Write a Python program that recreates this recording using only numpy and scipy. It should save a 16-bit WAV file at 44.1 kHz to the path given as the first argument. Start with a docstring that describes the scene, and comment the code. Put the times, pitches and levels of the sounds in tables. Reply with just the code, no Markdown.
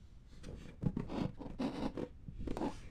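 """Padded seat on a garage floor

A hand grips a padded vinyl motorcycle seat and shifts it over a concrete garage floor.
The seat gives dull knocks, drags in gritty stick-slip scrapes, judders and squeaks once.
Fingers pat and rub the cover, skin brushes it and the vinyl snaps, over low rumble and room tone.
Knocks are decaying tones and noise, friction is trains of small slips, the rest is filtered noise."""
import sys
import numpy as np
from scipy import signal
from scipy.fft import rfft, irfft
from scipy.io import wavfile
from scipy.ndimage import uniform_filter1d

SR = 44100
rng = np.random.default_rng(int(sys.argv[2]) if len(sys.argv) > 2 else 0)


def log_audio(samples):
    """Write samples as a 16-bit WAV file to the path given in sys.argv[1]."""
    # one column per channel
    frames = np.atleast_2d(samples).T
    # limit to full scale, then quantise
    limited = np.clip(frames, -1, 1)
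    pcm = np.round(limited * 32767).astype(np.int16)
    wavfile.write(sys.argv[1], SR, pcm)


N = 127890  # length in samples
T = np.arange(N) / SR  # time in seconds
CONTACT_RISE_S = 0.001  # soft start of the knocks' contact sound and of the pats


def undb(db):
    """Turn decibels into a gain."""
    return 10 ** (np.asarray(db) / 20)


def unit(x):
    """Scale a sound to an average (rms) strength of 1."""
    return x / np.sqrt(np.mean(x ** 2))


def colour(x, points):
    """Filter x through (pitch_hz, level_db) points without pre-echo; the result has rms 1."""
    hz, db = np.array(points, float).T
    size = 4096
    freqs = np.maximum(np.fft.rfftfreq(size, 1 / SR), 1)
    log_gain = np.log(undb(np.interp(np.log(freqs), np.log(hz), db)))
    # Folding the cepstrum gives the filter that responds as early as it can (minimum phase).
    cepstrum = irfft(log_gain)
    cepstrum[1:size // 2] *= 2
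    cepstrum[size // 2 + 1:] = 0
    response = irfft(np.exp(rfft(cepstrum)))
    return unit(signal.fftconvolve(x, response)[:N])


def curve(rows, column=1):
    """Draw a gain over time from a dB column, practically silent before and after the rows."""
    rows = np.array(rows, float)
    return undb(np.interp(T, rows[:, 0], rows[:, column], left=-200, right=-200))


def swell(centre, spread):
    """A smooth bell-shaped rise and fall around a moment."""
    return np.exp(-((T - centre) / spread) ** 2 / 2)


def add(out, start, x):
    """Mix x into out from a start time."""
    i = int(start * SR)
    out[i:i + len(x)] += x[:N - i]


def slips(hz, jitter, spread_db):
    """Stick-slip friction: a train of sudden releases with uneven gaps and sizes."""
    chance = rng.standard_normal((4000, 2))
    gaps_s = np.exp(jitter * chance[:, 0]) / hz
    at = (np.cumsum(gaps_s) * SR).astype(int)
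    inside = at < N
    sizes = undb(spread_db * chance[inside, 1])
    return np.bincount(at[inside], sizes, N)


def grains(spread_db):
    """Fine rough texture: dense micro-clicks of very unequal size."""
    sizes = undb(spread_db * np.minimum(rng.exponential(size=N), 5))
    return unit(rng.standard_normal(N) * sizes)


def steady(x, seconds=0.045):
    """Even out slow changes of strength, so that a level curve can set them."""
    power = np.abs(uniform_filter1d(x ** 2, int(seconds * SR)))
    return x / np.sqrt(power + 0.0011)


CONTACT_RING_S, CONTACT_RING_DB = 0.0026, -3.5  # decay time, level against the plain sound


def patch(x):
    """A patch of contact rings for a few milliseconds with its own chance resonances."""
    length = SR // 25
    ring = rng.standard_normal(length) * np.exp(-T[:length] / CONTACT_RING_S)
    ringing = signal.fftconvolve(x, ring / np.linalg.norm(ring))[:N]
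    return unit(x + undb(CONTACT_RING_DB) * ringing)


# Knocks of the seat: start_s, pitch_hz, thump_db, shell_db, tick_db
# (shell, tick and crackle are halved when mixed)
SEAT_KNOCKS = [(0.832, 156, -29.5, -65, -56), (0.8575, 237, -29.5, -35, -45.5),
               (0.8625, 172, -21, -60, -50), (0.967, 217, -26, -37, -45.5),
               (0.9961, 190, -28.5, -34, -39.5), (1.181, 238, -31.5, -52, -42),
               (1.213, 188, -26.5, -41, -44), (1.249, 152, -28, -42, -53), (1.291, 143, -38, -54, -50.5),
               (1.499, 213, -39, -47, -46), (1.974, 345, -29, -32, -38.5), (1.993, 334, -29.5, -36, -41),
               (2.017, 327, -30.5, -42, -39), (2.03, 268, -32, -35, -46), (2.281, 144, -35.5, -66, -98),
               (2.474, 300, -28.5, -40, -39), (2.507, 286, -27.5, -38.5, -35)]
# Ringing tones of the seat shell: pitch_hz, level_db, t60_s (time to fall by 60 dB);
# each knock shifts pitch and level a little by chance
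SHELL_TONES = [(312, -18.5, 0.05), (474.6, 8, 0.046), (545, -5.5, 0.034), (705, -6, 0.021),
               (892, -11, 0.081), (1048, -7.5, 0.047)]
# Tone colour of the contact tick: pitch_hz, level_db
TICK_TONE = [(500, 18), (1000, 11.5), (2300, 9), (4000, 1), (9000, -14), (15000, -25)]
THUMP_CYCLES, THUMP_RISE = 0.31, 2.7  # fade time in cycles, steepness of the rise
TICK_S = 0.006  # decay time
CRACKLE_DB, CRACKLE_S = -22.5, 0.0029  # level against the tick, decay time


def knocks():
    """Each knock is a damped padding thump, a short shell ring, a contact tick and a vinyl crackle."""
    out, t = np.zeros(N), T[:SR // 5]
    ticks = colour(rng.standard_normal(N), TICK_TONE)
    crackles = np.diff(grains(spread_db=2), prepend=0) / 2  # differences favour the treble
    for start, hz, thump_db, shell_db, tick_db in SEAT_KNOCKS:
        i = int(start * SR)
        age = t * hz / THUMP_CYCLES
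        thump_shape = (age / THUMP_RISE) ** THUMP_RISE * np.exp(THUMP_RISE - age)
        thump = thump_shape * np.sin(2 * np.pi * hz * t)

        shell = np.zeros(len(t))
        for tone_hz, db, t60 in SHELL_TONES:
            level_chance, pitch_chance = rng.standard_normal(2)
            fade = undb(db + 2 * level_chance - 60 * t / t60)
            shell += fade * np.sin(2 * np.pi * tone_hz * (1 + 0.036 * pitch_chance) * t)

        # Each knock takes a different stretch of the noise.
        tick = np.roll(ticks, -i)[:len(t)] * np.exp(-t / TICK_S)
        crackle = undb(CRACKLE_DB) * np.roll(crackles, -i)[:len(t)] * np.exp(-t / CRACKLE_S)
        soft_start = 1 - np.exp(-t / CONTACT_RISE_S)
        contact = soft_start * (undb(shell_db) * shell + undb(tick_db) * tick) / 2
        add(out, start, undb(thump_db) * thump + contact + undb(tick_db) * crackle)
    return out


# Drags over the concrete, one list per drag: time_s, body_db, grit_db
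# (BODY_DB and GRIT_DB are added to these)
FLOOR_DRAGS = [
    [(1.07, -60, -74), (1.10, -44.5, -58.5), (1.15, -39.5, -56.5), (1.2, -38.5, -51), (1.25, -41.5, -57),
     (1.285, -68, -77)],
    [(1.375, -60, -91), (1.418, -43, -64.5), (1.44, -52.5, -76), (1.465, -41.5, -66.5), (1.49, -64, -92)],
    [(1.585, -55, -69), (1.602, -47, -59), (1.62, -36.5, -49.5), (1.685, -39, -54.5), (1.702, -44, -62.5),
     (1.735, -46, -58.5), (1.765, -41, -52), (1.803, -41.5, -58), (1.83, -38, -53), (1.862, -33.5, -52.5),
     (1.885, -46, -62), (1.92, -88, -77)],
    [(2.572, -39, -58), (2.604, -50, -71), (2.614, -34.5, -57.5), (2.668, -40, -54), (2.688, -53, -67.5),
     (2.73, -61, -60.5)],
]
# Tone colour of the shaken seat body: pitch_hz, level_db
BODY_TONE = [(70, -37), (140, -1), (290, 4.5), (400, -9), (480, -3.5), (640, -11.5), (980, -10),
             (1170, -27.5), (1700, -35.5), (9000, -55.5)]
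# Tone colour of the grit: pitch_hz, level_db
GRIT_TONE = [(700, -8.5), (1300, 4.5), (3300, -0.5), (5000, -6), (6800, -19), (9000, -19), (15000, -25)]
SLIP_HZ, SLIP_JITTER, SLIP_SPREAD_DB = 401.8, 0.6, 2  # typical rate, unevenness of gaps and sizes
BODY_DB, GRIT_DB = -1.5, -1
SLIP_S = 0.002  # decay time of one puff of grit
GRAIN_SPREAD_DB = 3.5
GRIT_GATE = 0.43  # share of the grit that follows the slips; the rest is constant


def drags():
    """Slips shake the seat's body, and each one sheds a puff of grit noise."""
    pulses = slips(SLIP_HZ, SLIP_JITTER, SLIP_SPREAD_DB)
    body = steady(colour(pulses - pulses.mean(), BODY_TONE))
    puffs = unit(signal.lfilter([1], [1, -np.exp(-1 / (SLIP_S * SR))], pulses))
    grit_strength = 1 - GRIT_GATE + GRIT_GATE * puffs
    grit = steady(colour(grains(GRAIN_SPREAD_DB) * grit_strength, GRIT_TONE))
    out = np.zeros(N)
    for rows in FLOOR_DRAGS:
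        out += undb(BODY_DB) * body * curve(rows, column=1)
        out += undb(GRIT_DB) * patch(grit) * curve(rows, column=2)
    return out


def regular_slips(rows, rough, fall_db):
    """Regular stick-slip makes a tone: four harmonics on an unsteady pitch."""
    times, hz, _ = np.array(rows, float).T
    wobble = unit(uniform_filter1d(rng.standard_normal(N), size=150))
    pitch_hz = np.interp(T, times, hz) * (1 + rough * wobble)
    phase = 2 * np.pi * np.cumsum(pitch_hz) / SR
    tone = sum(undb(fall_db * k) * np.sin((k + 1) * phase) for k in range(4))
    return unit(tone) * curve(rows, column=2)


# Judders, one list per judder: time_s, pitch_hz, level_db
SEAT_JUDDERS = [
    [(1.596, 275, -52), (1.601, 274, -38.5), (1.638, 236, -35.5), (1.652, 264, -37), (1.69, 298, -51)],
    [(2.61, 310, -46.5), (2.635, 346.4, -39.5), (2.655, 419, -49), (2.668, 251, -38), (2.683, 288, -39)],
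]


def judders():
    """The slips turn regular at a low pitch, so the seat judders."""
    # rough is the pitch wobble as a fraction; fall_db is the step from harmonic to harmonic
    return sum(regular_slips(rows, rough=0.0621, fall_db=-13) for rows in SEAT_JUDDERS)


# The squeak: time_s, pitch_hz, level_db
SEAT_SQUEAK = [(2.645, 923, -54), (2.668, 828, -44.5), (2.682, 882, -45), (2.698, 829, -52.5),
               (2.725, 1054, -59)]


def squeak():
    """Faster regular slips give one purer, higher tone."""
    return regular_slips(SEAT_SQUEAK, rough=0.0484, fall_db=-18)


# Sharp snaps of the vinyl: start_s, level_db, ring_hz
VINYL_SNAPS = [(2.5699, -22, 690)]
SNAP_S = 0.00082  # decay time


def snaps():
    """The taut cover lets go of a finger: about one cycle of ring and a bright crack."""
    out, t = np.zeros(N), T[:SR // 20]
    for start, db, hz in VINYL_SNAPS:
        bright_noise = colour(rng.standard_normal(N), [(3000, -7), (15000, -15)])
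        crack = undb(-17.5) * bright_noise[-len(t):]
        ring = 1.15 * np.sin(2 * np.pi * hz * t)
        add(out, start, undb(db) * np.exp(-t / SNAP_S) * (ring + crack))
    return out


# Light pats of the fingers on the padding: start_s, level_db (of each of the two tones, before fading)
FINGER_PATS = [(0.466, -46), (0.486, -41), (0.506, -41.5), (0.529, -42), (0.549, -48.5), (0.822, -42),
               (2.542, -39.5)]
PAT_SHELL_HZ, PAT_PADDING_HZ = 461, 169  # typical pitches, shifted a little for each pat
PAT_S = 0.0054  # decay time


def pats():
    """A fingertip lands softly: shell and padding ring briefly, at a pitch that varies with the spot."""
    out, t = np.zeros(N), T[:SR // 10]
    fade = (1 - np.exp(-t / CONTACT_RISE_S)) * np.exp(-t / PAT_S)
    for start, db in FINGER_PATS:
        turn = 2 * np.pi * t * (1 + 0.07 * rng.standard_normal())
        tones = np.sin(PAT_SHELL_HZ * turn) + np.sin(PAT_PADDING_HZ * turn)
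        add(out, start, undb(db) * fade * tones)
    return out


# Soft rubs of the fingers on the padded cover: start_s, length_s, level_db
FINGER_RUBS = [(0.3, 0.14, -65), (0.42, 0.17, -53), (0.596, 0.16, -53.5), (0.807, 0.11, -47),
               (0.95, 0.133, -50.5), (1.49, 0.075, -50.5), (1.934, 0.13, -48.5), (2.69, 0.29, -61)]
# Tone colour of the rubs: pitch_hz, level_db
RUB_TONE = [(70, 0), (140, 9.5), (280, 3.5), (400, -5), (510, -1), (680, -15), (1300, -21), (2400, -33),
            (12000, -42.5)]
RUB_SLIP_HZ, RUB_EDGE_S = 107.8, 0.027  # typical slip rate, time to build or ease


def rubs():
    """Fingers creep over the padding in slow, muffled slips; the pressure builds and eases."""
    pulses = slips(RUB_SLIP_HZ, jitter=0.6, spread_db=6.5)
    rough_slips = unit(pulses - pulses.mean()) + grains(spread_db=0.5)
    pressure = np.zeros(N)
    for start, length, db in FINGER_RUBS:
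        nearest_edge_s = np.minimum(T - start, start + length - T)
        pressure += undb(db) * np.clip(nearest_edge_s / RUB_EDGE_S, 0, 1)
    return steady(colour(rough_slips, RUB_TONE)) * pressure


# Skin brushing the vinyl: centre_s, spread_s, level_db, band_hz (middle of the band let through)
SKIN_BRUSHES = [(0.034, 0.14, -79, 4670), (0.347, 0.046, -69, 4170), (0.446, 0.0069, -54, 4700),
                (0.465, 0.032, -67.5, 4000), (0.627, 0.046, -64, 3780), (0.693, 0.01, -61, 2320),
                (1.004, 0.019, -64.5, 1880), (1.355, 0.0096, -71, 2520), (1.506, 0.024, -72, 2200),
                (2.013, 0.052, -66, 2930), (2.464, 0.083, -73, 3100), (2.634, 0.11, -65.5, 4400),
                (2.752, 0.051, -61.5, 4800), (2.83, 0.09, -66.5, 2640)]
# Tone colour of the vinyl's grain: pitch_hz, level_db
BRUSH_TONE = [(400, -12.5), (1200, 11), (5200, -5), (8800, -5), (15000, -11)]
BRUSH_OCTAVES = 1.1  # width of each stroke's band


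def brushes():
    """Skin slides over the vinyl's fine grain; each stroke has its own brightness."""
    out, freqs = np.zeros(N), np.maximum(np.fft.rfftfreq(N, 1 / SR), 1)
    grain = rfft(colour(grains(spread_db=2), BRUSH_TONE))
    for centre, spread, db, hz in SKIN_BRUSHES:
        octaves_away = np.log2(freqs / hz)
        band = 1 / np.sqrt(1 + (octaves_away / BRUSH_OCTAVES * 2) ** 2)
        stroke = unit(irfft(grain * band, N))
        out += undb(db) * patch(np.roll(stroke, rng.integers(N))) * swell(centre, spread)
    return out


ROOM_T60_S, ROOM_DELAY_S = 0.25, 0.0058  # time to fall by 60 dB, wait before the first reflection
ROOM_DB, ROOM_TOP_HZ = -17.5, 5000  # level of the reflections, where their treble starts to fall


def garage(x):
    """Add short, dull reflections: a fading tail of softened noise."""
    t = T[:SR // 2]
    dull = signal.butter(1, ROOM_TOP_HZ, fs=SR, output="sos")
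    tail = signal.sosfilt(dull, rng.standard_normal(len(t)))
    tail = tail * np.exp(-np.log(1000) * t / ROOM_T60_S) * (t > ROOM_DELAY_S)
    return x + undb(ROOM_DB) * signal.fftconvolve(x, tail / np.linalg.norm(tail))[:N]


# Swells of handling rumble as the seat sways: centre_s, spread_s, level_db (added to the constant rumble)
SEAT_SWAYS = [(0.515, 0.09, -51), (0.876, 0.0099, -34), (1.073, 0.14, -49), (1.49, 0.09, -51.5),
              (1.855, 0.04, -44.5), (2.418, 0.025, -42), (2.502, 0.023, -41), (2.64, 0.26, -51)]
# Tone colour of the rumble: pitch_hz, level_db
RUMBLE_TONE = [(25, 5), (45, 0), (85, -4.5), (150, -11), (380, -24), (1200, -74)]
RUMBLE_DB = -61.5  # constant part


def rumble():
    """Low handling noise that swells as the seat sways."""
    strength = undb(RUMBLE_DB)
    for centre, spread, db in SEAT_SWAYS:
        strength = strength + undb(db) * swell(centre, spread)
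    return steady(colour(rng.standard_normal(N), RUMBLE_TONE), seconds=0.059) * strength


# Tone colour of the quiet room: pitch_hz, level_db
ROOM_TONE = [(25, -4.5), (80, -6), (170, -16.5), (540, -34), (2200, -43.5), (8500, -57)]
ROOM_TONE_DB = -59


def room_tone():
    """The quiet room is a constant soft noise, strongest in the bass."""
    return undb(ROOM_TONE_DB) * colour(rng.standard_normal(N), ROOM_TONE)


def scene():
    """The seat sounds reflect in the garage; rumble and room tone are added without reflections."""
    impacts = knocks() + pats() + snaps()
    friction = drags() + judders() + squeak() + rubs() + brushes()
    return (garage(impacts + friction) + rumble() + room_tone())[None]


# Treble response of the microphone: pitch_hz, level_db
MICROPHONE_TONE = [(9000, 0.5), (11000, -10), (12500, -6), (15500, -23)]
TOP_HZ = 15570  # the recorder cuts steeply above this


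def record(dry):
    """The microphone dulls the treble and the recorder cuts its top."""
    hz, db = np.array(MICROPHONE_TONE, float).T
    gain = undb(np.interp(np.fft.rfftfreq(2 * N, 1 / SR), hz, db))
    dulled = irfft(rfft(dry, 2 * N) * gain)[:, :N]
    return signal.sosfilt(signal.ellip(8, 0.2, 70, TOP_HZ, fs=SR, output="sos"), dulled)


dry = scene()
out = record(dry)
log_audio(out)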